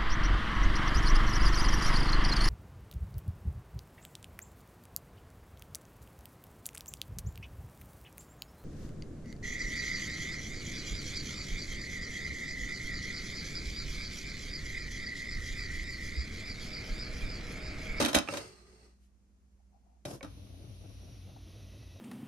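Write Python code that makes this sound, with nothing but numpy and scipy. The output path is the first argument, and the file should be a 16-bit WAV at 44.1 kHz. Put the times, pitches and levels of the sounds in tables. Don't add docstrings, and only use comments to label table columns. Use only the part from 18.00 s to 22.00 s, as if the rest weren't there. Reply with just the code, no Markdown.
import sys
import numpy as np
from scipy import signal
from scipy.fft import rfft, irfft
from scipy.io import wavfile
from scipy.ndimage import map_coordinates

SR = 44100
rng = np.random.default_rng(int(sys.argv[2]) if len(sys.argv) > 2 else 0)


def wav_record(signal):
    frames = np.transpose(np.atleast_2d(signal))
    bounded = np.clip(frames, -1, 1)
    quanta = np.round(bounded * 32767).astype(np.int16)
    wavfile.write(sys.argv[1], SR, quanta)


N = 176400
T = np.arange(N) / SR

# start_s, thud_db, body_db, crack_db, decay_s
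KNOCK_EVENTS = [(0.001, -55, -24.5, -27, 0.0067), (0.009, -27, -32.5, -37, 0.019),
                (0.022, -36, -34, -33.5, 0.013), (0.037, -34, -32, -54, 0.0053),
                (0.0473, -38, -48, -26, 0.0071), (0.058, -48, -32.5, -31, 0.0066),
                (0.081, -39, -32.5, -34, 0.02), (0.1299, -33, -30, -31, 0.003),
                (0.1426, -49, -38, -27.5, 0.0042), (0.1465, -35, -21.5, -17.5, 0.0066),
                (0.1615, -28, -24.5, -29, 0.011), (0.174, -37, -34.5, -37, .006),
                (0.1841, -33, -36, -27.5, 0.0045), (0.199, -36, -61.5, -49, 0.0041),
                (0.2847, -34, -35, -43, 0.0045), (0.323, -49, -41, -47, 0.0043),
                (0.336, -40, -35, -42.5, 0.017), (0.37, -62, -40, -34.5, 0.0045),
                (0.382, -46, -54, -44, 0.0054), (2.0509, -41, -37.5, -38, 0.0054),
                (2.227, -40, -41.5, -47, 0.0077), (2.243, -44, -46, -57, 0.007)]
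# frequency_hz, relative_level_db
KNOCK_SPECTRUM = [(35, -44), (60, -8.5), (186, -11), (302, 2.5), (399, -18.5), (503, -6), (1750, -14.5),
                  (3750, -17.5), (8420, -22.5), (10100, -23.5), (13000, -28.5), (15000, -42)]
KNOCK_EDGES_HZ = [59, 370, 1500]
KNOCK_RISE_S = [0.0013, 0.0037, 0.0026]
KNOCK_STRETCH = [1.9, 1.5, 0.96]
# pitch_hz, width_hz, level_db
CASE_PANELS = [(295, 100, -7), (559.9, 87, -5.5), (1000, 160, -14.5)]
# pitch_hz, width_hz, level_db
FRAME_PARTS = [(1998, 77, -3), (2620, 120, 2), (3180, 95, -4.5), (3790, 380, -2), (4360, 30, -6),
               (4460, 66, -6), (5160, 97, -4), (6293, 170, 0), (7700, 35, -14), (9800, 270, -7.5)]
CASE_DB, CASE_DB_PER_OCT, FRAME_DB = 4, 4, -10
# pitch_hz, level_db, t60_s
CASE_MODES = [(506.3, -17.5, 0.15), (808.5, -18, 0.21), (868.5, -17.5, 0.19), (1070, -18.5, .15),
              (1207, -18.5, .15), (1336, -21, 0.22), (1456, -21.5, 0.16), (1559, -21, 0.13),
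              (2380, -22.5, 0.16), (2660, -19, .12), (3050, -35, 0.54), (3830, -20, 0.1), (5210, -22, 0.19),
              (5760, -23, .12)]

# start_s, level_db, pitch_hz
PAWL_EVENTS = [(0.276, -34.5, 2450), (0.287, -28.5, 2663), (2.209, -42.5, 2240)]
# share_of_pitch (no unit), relative_level_db, t60_s
PAWL_MODES = [(1.005, -1.5, 0.033), (.87, -13, 0.02), (1.2, -35, 0.016), (0.68, -13, 0.042),
              (0.49, -8, 0.049), (0.332, -11.5, 0.055)]
PAWL_SNAP_DB = -9
# start_s, level_db, pitch_hz
SHUDDER_EVENTS = [(0.008, -30.5, 308.5), (0.013, -37, 68.6), (0.162, -32.5, 68), (0.289, -35.5, 559),
                  (0.329, -34.5, 571), (0.371, -36, 571), (2.054, -37, 589), (2.059, -38, 131),
                  (2.134, -38, 133.4), (2.213, -45, 541), (2.233, -40.5, 115), (2.237, -42.5, 294.3)]
SHUDDER_T60_S = 0.11

# time_s, level_db
GEAR_LEVEL = [(0, -28), (.2, -72), (.27, -53), (.31, -42), (.37, -40), (.44, -48), (.53, -56), (.65, -61.5),
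              (.86, -62), (.96, -76.5), (1.03, -89.5), (1.3, -110)]
# pitch_hz, width_hz, relative_level_db
GEAR_RINGS = [(840, 130, -17), (1240, 100, -12.5), (2020, 100, -14), (2610, 100, -21), (4330, 110, -14.5),
              (4480, 100, -15.5), (6320, 140, -19), (8150, 230, -20.5)]
# frequency_hz, relative_level_db
GEAR_HISS = [(59, -32.5), (100, -1.5), (270, -11.5), (420, -6.5), (933, -18.5), (2050, -22.5), (3430, -25),
             (4680, -21), (8350, -27), (14000, -50)]
# time_s, relative_speed (no unit)
GEAR_SPEED = [(.45, 1.02), (.53, 0.99), (.63, 0.95), (.75, 1.0), (.87, 0.97)]
# time_s, level_db
GEAR_MOTOR_LEVEL = [(.38, -67), (.45, -53), (.53, -61.5), (.62, -61), (.85, -67), (.92, -77), (1.05, -100)]
# pitch_hz, relative_level_db
GEAR_MOTOR_TONES = [(370, -3), (425, -4.5)]
PUFF_S, PUFF_LENGTH_S, PUFF_DB = 1.04, 0.031, -77.5

# frequency_hz, relative_level_db
NUDGE_SPECTRUM = [(53, -37.5), (90, -3.5), (144, -2), (325, 0.5), (590, -1.5), (2050, -26.5), (6510, -20),
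                  (7730, -26.5), (11900, -23), (13500, -35), (15000, -90)]
NUDGE_START_S, NUDGE_END_S, NUDGE_RELEASE_S, NUDGE_DB = 2.052, 2.146, 0.028, -45.5

GLIDE_START_S, GLIDE_RISE_S = 2.225, 0.02
PULLEY_HZ, PULLEY_TOP_S = 4.5, 2.645
DRIVE_HZ, DRIVE_SWING_HZ, DRIVE_DB = 90.8, 20.89, -53.5
SURGE_LAG_S = 0.047
SWAY_HZ, SWAY_DB = 55.1, -57.5
APPROACH_S = [2.894, 3.374]
# frequency_hz, relative_level_db
RUMBLE_SPECTRUM = [(76, -3.5), (130, -0.5), (167, -8), (202, 1.5), (227, -11), (274, -1.5), (396, -13),
                   (615, -11.5), (936, -25.5), (1600, -35), (2080, -78), (3520, -120)]
RUMBLE_DB, RUMBLE_SWING_DB = -55.5, 2.5
RUMBLE_NEAR_DB = -2.5
# frequency_hz, relative_level_db
SHAKE_SPECTRUM = [(15, -47), (25, -54), (43, -6.5), (91, 4.5), (104, 5), (135, 4.5), (160, -13.5),
                  (210, -18.5), (350, -120)]
SHAKE_DB = -57
# frequency_hz, relative_level_db
RAIL_SPECTRUM = [(500, -41), (1000, -1), (1700, -5), (2600, 1), (3900, 3), (5000, -2), (6200, 1),
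                 (7500, -22), (10000, -1.5), (13000, -12.5), (15000, -15)]
# time_s, level_db
RAIL_LEVEL = [(2.3, -65.5), (3.104, -65), (3.464, -66), (3.478, -64), (4.0, -65.5)]
# time_s, level_db
PASSING_LEVEL = [(2.2, -97), (3.0, -79), (3.42, -84), (3.55, -73), (4, -69.5)]
# pitch_hz, width_hz, relative_level_db
PASSING_RINGS = [(1970, 71, -1.3), (2590, 100, 0.35), (3830, 73, 0.18)]
# time_s, level_db
RAIL_SING_LEVEL = [(2.3, -85), (2.8, -75), (3.12, -70), (3.25, -78), (3.62, -74), (3.8, -77), (4, -72.5)]
RAIL_SING_HZ, RAIL_SING_WIDTH_HZ = 5650, 81

# peak_s, level_db, length_s
CREAK_EVENTS = [(1.605, -74.5, .008), (1.755, -70, 0.023), (1.879, -73, 0.03), (1.957, -76.5, 0.032),
                (2.847, -62.5, 0.0084), (3.295, -59.5, 0.0053), (3.367, -53.5, 0.004)]
CREAK_HZ, CREAK_WIDTH_HZ = 742, 170
# pitch_hz, level_db, waver_hz
HUM_TONES = [(60.8, -64.5, 1.6), (51.2, -78, 1.2), (199, -75.5, 0.31), (244, -85, 2.2)]
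# frequency_hz, relative_level_db
FLOOR_SPECTRUM = [(15, -56), (25, -31.5), (42, -5.5), (64, -7.5), (125, -24.5), (202, -19.5), (271, -27),
                  (363, -28.5), (404, -31.5), (1580, -42), (3730, -47.5), (6540, -43), (15000, -59)]
FLOOR_DB = -67.5

# frequency_hz, side_minus_mid_db
WIDTH_FAR = [(60, -6), (240, -13), (500, -4), (900, 0), (1800, 0), (2500, -4), (3400, 3), (4600, -3.5),
             (7900, 3.5), (11000, -6.5), (14000, 6)]
# frequency_hz, side_minus_mid_db
WIDTH_NEAR = [(60, -25), (110, -10), (200, -25), (380, -13), (700, -15.5), (1290, -12), (2380, -19),
              (4400, -40), (8120, 5.5), (15000, -4.5)]
# frequency_hz, left_minus_right_db
LEAN_EARLY = [(60, 2), (150, -0.5), (380, -4.5), (950, 1.5), (2380, -2.5), (5980, 1.5), (15000, -1.5)]
# frequency_hz, left_minus_right_db
LEAN_LATE = [(60, 1.3), (180, 1.5), (550, 1.9), (1650, 0.29), (4970, 1.4), (15000, 0.0)]
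ROOM_T60_S, ROOM_DB, ROOM_CUT_HZ = 0.24, -15, 4600
LOW_CUT_HZ, HIGH_CUT_HZ = 30, 15800


def amp(db):
    return 10 ** (np.asarray(db) / 20)


def unit(x):
    return x / np.sqrt(np.mean(x ** 2) + 1e-20)


def level(rows):
    return amp(np.interp(T, *np.transpose(rows)))


def per_bin(points):
    hz, db = np.transpose(points)
    bins_hz = np.arange(N // 2 + 1) * SR / N
    return amp(np.interp(np.log(bins_hz + 1), np.log(hz), db))


def cut(x, hz, kind, order=3):
    return signal.sosfilt(signal.butter(order, hz, kind, fs=SR, output="sos"), x)


def drift(hz):
    knots = rng.standard_normal(400)
    return np.interp(T * hz, np.arange(len(knots)), knots)


def pan(db):
    return amp(db * np.array([[1], [-1]]))


def sine(hz):
    return np.sin(2 * np.pi * np.cumsum(hz) / SR)


def since(s):
    return np.maximum(T - s, 0)


def swell(s, length):
    return np.exp(-.5 * ((T - s) / length) ** 2)


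def blow(s, rise, decay):
    return np.minimum(since(s) / rise, 1) * np.exp(-since(s + rise) / decay)


def ping(s, hz, t60):
    return np.sin(2 * np.pi * hz * since(s)) * amp(-60 * since(s) / t60)


def noise(spectrum=None, lean=None, width=WIDTH_FAR):
    mid, side = rfft(rng.standard_normal((2, N)))
    side_gain = per_bin(width)
    both = (mid + side * side_gain * [[1], [-1]]) / np.hypot(1, side_gain)
    if spectrum is not None:
        both = both * per_bin(spectrum)
    if lean is not None:
        both = both * per_bin(lean) ** np.array([[.5], [-.5]])
    return unit(irfft(both, N))


def resonate(x, hz, width_hz):
    r = np.exp(-np.pi * width_hz / SR)
    feed = np.array([1, 0, -1]) * (1 - r * r) / 2
    return signal.lfilter(feed, [1, -2 * r * np.cos(2 * np.pi * hz / SR), r * r], x + 1e-18)


def rings(table, wander_db=1.0, wander_hz=9):
    x = noise()
    return unit(sum(amp(db + wander_db * drift(wander_hz)) * resonate(x, hz, width)
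                    for hz, width, db in table))


def knocks(grain_db=3.5):
    grain = np.repeat(rng.standard_normal(N), 16)[:N]
    contacts = noise(KNOCK_SPECTRUM, LEAN_EARLY) * amp(grain_db * grain)
    low, mid, high = KNOCK_EDGES_HZ
    thud = cut(contacts, [low, mid], "band")
    body = cut(contacts, [mid, high], "band")
    crack = cut(contacts, high, "high")
    force = 0
    for k, band in enumerate((thud, body, crack)):
        envelope = sum(amp(row[1 + k]) * blow(row[0], KNOCK_RISE_S[k], row[-1] * KNOCK_STRETCH[k])
                       for row in KNOCK_EVENTS)
        force = force + unit(band) * envelope
    ringing = 0
    for group_db, table in ((0, CASE_PANELS), (FRAME_DB, FRAME_PARTS)):
        for hz, width, db in table:
            tilt_db = CASE_DB_PER_OCT * np.log2(hz / 1000)
            ringing = ringing + amp(CASE_DB + group_db + db + tilt_db) * resonate(force, hz, width)
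    return amp(-3.5) * (force + ringing)


def case_modes(db=-2, spread_db=2):
    s, body_db = np.transpose(KNOCK_EVENTS)[[0, 2]]
    strike_at = np.round((s + KNOCK_RISE_S[1]) * SR).astype(int)
    out = np.zeros((2, N))
    for hz, mode_db, t60 in CASE_MODES:
        uneven_db = spread_db * rng.standard_normal((len(s), 2)).T
        clicks = np.zeros((2, N))
        clicks[:, strike_at] = amp(db + mode_db + body_db + uneven_db)
        r, w = amp(-60 / (t60 * SR)), 2 * np.pi * hz / SR
        out += signal.lfilter([0, np.sin(w)], [1, -2 * r * np.cos(w), r * r], clicks + 1e-18)
    return out


def pawls(pan_db=-2.5, snap_s=0.003):
    ringing = sum(amp(db + mode_db) * ping(s, hz * share, t60)
                  for s, db, hz in PAWL_EVENTS for share, mode_db, t60 in PAWL_MODES)
    envelope = sum(amp(db) * blow(s, 0.0006, snap_s) for s, db, hz in PAWL_EVENTS)
    snap = unit(cut(noise(), [1600, 2800], "band", order=2)) * envelope
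    return (ringing + amp(PAWL_SNAP_DB) * snap) * pan(pan_db)


def shudders(pan_db=2.0):
    return sum(amp(db) * ping(s, hz, SHUDDER_T60_S) for s, db, hz in SHUDDER_EVENTS) * pan(pan_db)


def at_gear_speed(x):
    travel = np.cumsum(np.interp(T, *np.transpose(GEAR_SPEED)))
    return np.array([map_coordinates(side, [travel], order=3, mode="wrap") for side in x])


def gears(ring_db=-8.0, hiss_db=-4, rough_db=1.0):
    whirr = amp(ring_db) * at_gear_speed(rings(GEAR_RINGS))
    hiss = amp(hiss_db) * noise(GEAR_HISS)
    return level(GEAR_LEVEL) * amp(rough_db * drift(90)) * (whirr + hiss)


def gear_motor(waver_hz=13, flutter_db=4, pan_db=-1):
    speed = np.interp(T, *np.transpose(GEAR_SPEED))
    hum = sum(amp(db + flutter_db * drift(43)) * sine(hz * speed + waver_hz * drift(40))
              for hz, db in GEAR_MOTOR_TONES)
    hiss = unit(cut(noise(), [1500, 10000], "band", order=2))
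    puff = amp(PUFF_DB) * swell(PUFF_S, PUFF_LENGTH_S) * hiss
    return level(GEAR_MOTOR_LEVEL) * hum * pan(pan_db) + puff


def nudge(rough_db=2.0):
    gate = np.minimum(since(NUDGE_START_S) / 0.0069, 1) * np.exp(-since(NUDGE_END_S) / NUDGE_RELEASE_S)
    return amp(NUDGE_DB + rough_db * drift(90)) * gate * noise(NUDGE_SPECTRUM, LEAN_LATE)


def sliding(spectrum, near):
    far_noise = noise(spectrum, LEAN_LATE)
    near_noise = noise(spectrum, width=WIDTH_NEAR)
    return np.sqrt(1 - near) * far_noise + np.sqrt(near) * near_noise


def glide(hiss_db=1.0, waver_hz=2.34, flutter_db=2.5, rough_db=2.5):
    near = np.interp(T, APPROACH_S, [0, 1])
    near_db = near * RUMBLE_NEAR_DB
    turn = 2 * np.pi * PULLEY_HZ * (T - PULLEY_TOP_S)
    surge = np.cos(turn / 2 - np.pi * PULLEY_HZ * SURGE_LAG_S) ** 10
    drive_tone = unit(sine(DRIVE_HZ + DRIVE_SWING_HZ * surge + waver_hz * drift(40)))
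    drive = amp(DRIVE_DB + flutter_db * drift(40)) * drive_tone * pan(2.8 * (1 - near))
    sway = amp(SWAY_DB - 4.7 * np.cos(turn)) * unit(sine(SWAY_HZ + 2 * drift(27)))
    rumble_db = RUMBLE_DB + RUMBLE_SWING_DB * np.cos(turn) + rough_db * drift(90) + near_db
    rumble = amp(rumble_db) * sliding(RUMBLE_SPECTRUM, near)
    shake = amp(SHAKE_DB + near_db) * sliding(SHAKE_SPECTRUM, near)
    hiss = amp(hiss_db) * level(RAIL_LEVEL) * sliding(RAIL_SPECTRUM, near)
    passing = level(PASSING_LEVEL) * rings(PASSING_RINGS)[0]
    ring = unit(resonate(noise(width=WIDTH_NEAR), RAIL_SING_HZ, RAIL_SING_WIDTH_HZ))
    sing = level(RAIL_SING_LEVEL) * ring
    fade_in = np.minimum(since(GLIDE_START_S) / GLIDE_RISE_S, 1)
    return fade_in * (drive + sway + rumble + shake + hiss + passing + sing)


def creaks():
    once = resonate(noise(), CREAK_HZ, CREAK_WIDTH_HZ)
    tone = unit(resonate(once, CREAK_HZ, CREAK_WIDTH_HZ))
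    return tone * pan(2.5) * sum(amp(db) * swell(s, length) for s, db, length in CREAK_EVENTS)


def cavity(x, echo_db=-4, decay_s=0.0026):
    burst = rng.standard_normal((2, N))
    echoes = unit(cut(burst, 970, "high") * blow(0, 0.00037, decay_s)) / np.sqrt(N)
    return x + amp(echo_db) * signal.fftconvolve(x, echoes, axes=1)[:, :N]


def room(x):
    dull = cut(rng.standard_normal((2, N)), ROOM_CUT_HZ, "low", order=1)
    tail = dull * blow(0.0058, 0.0054, ROOM_T60_S / np.log(1000))
    return amp(ROOM_DB) * signal.fftconvolve(x, unit(tail) / np.sqrt(N), axes=1)[:, :N]


def background():
    hum = sum(amp(db) * unit(sine(hz + waver * drift(33))) for hz, db, waver in HUM_TONES)
    return hum * pan(-1.8) + amp(FLOOR_DB) * noise(FLOOR_SPECTRUM)


def scene():
    clatter = cavity(knocks() + case_modes()) + pawls() + shudders()
    motion = cavity(gears() + nudge()) + gear_motor() + glide()
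    return clatter + room(clatter) + motion + creaks() + background()


def record(dry):
    bass_cut = cut(dry, LOW_CUT_HZ, "high", order=3)
    return signal.sosfilt(signal.cheby2(12, 70, HIGH_CUT_HZ, fs=SR, output="sos"), bass_cut)


dry = scene()
out = record(dry)
wav_record(out)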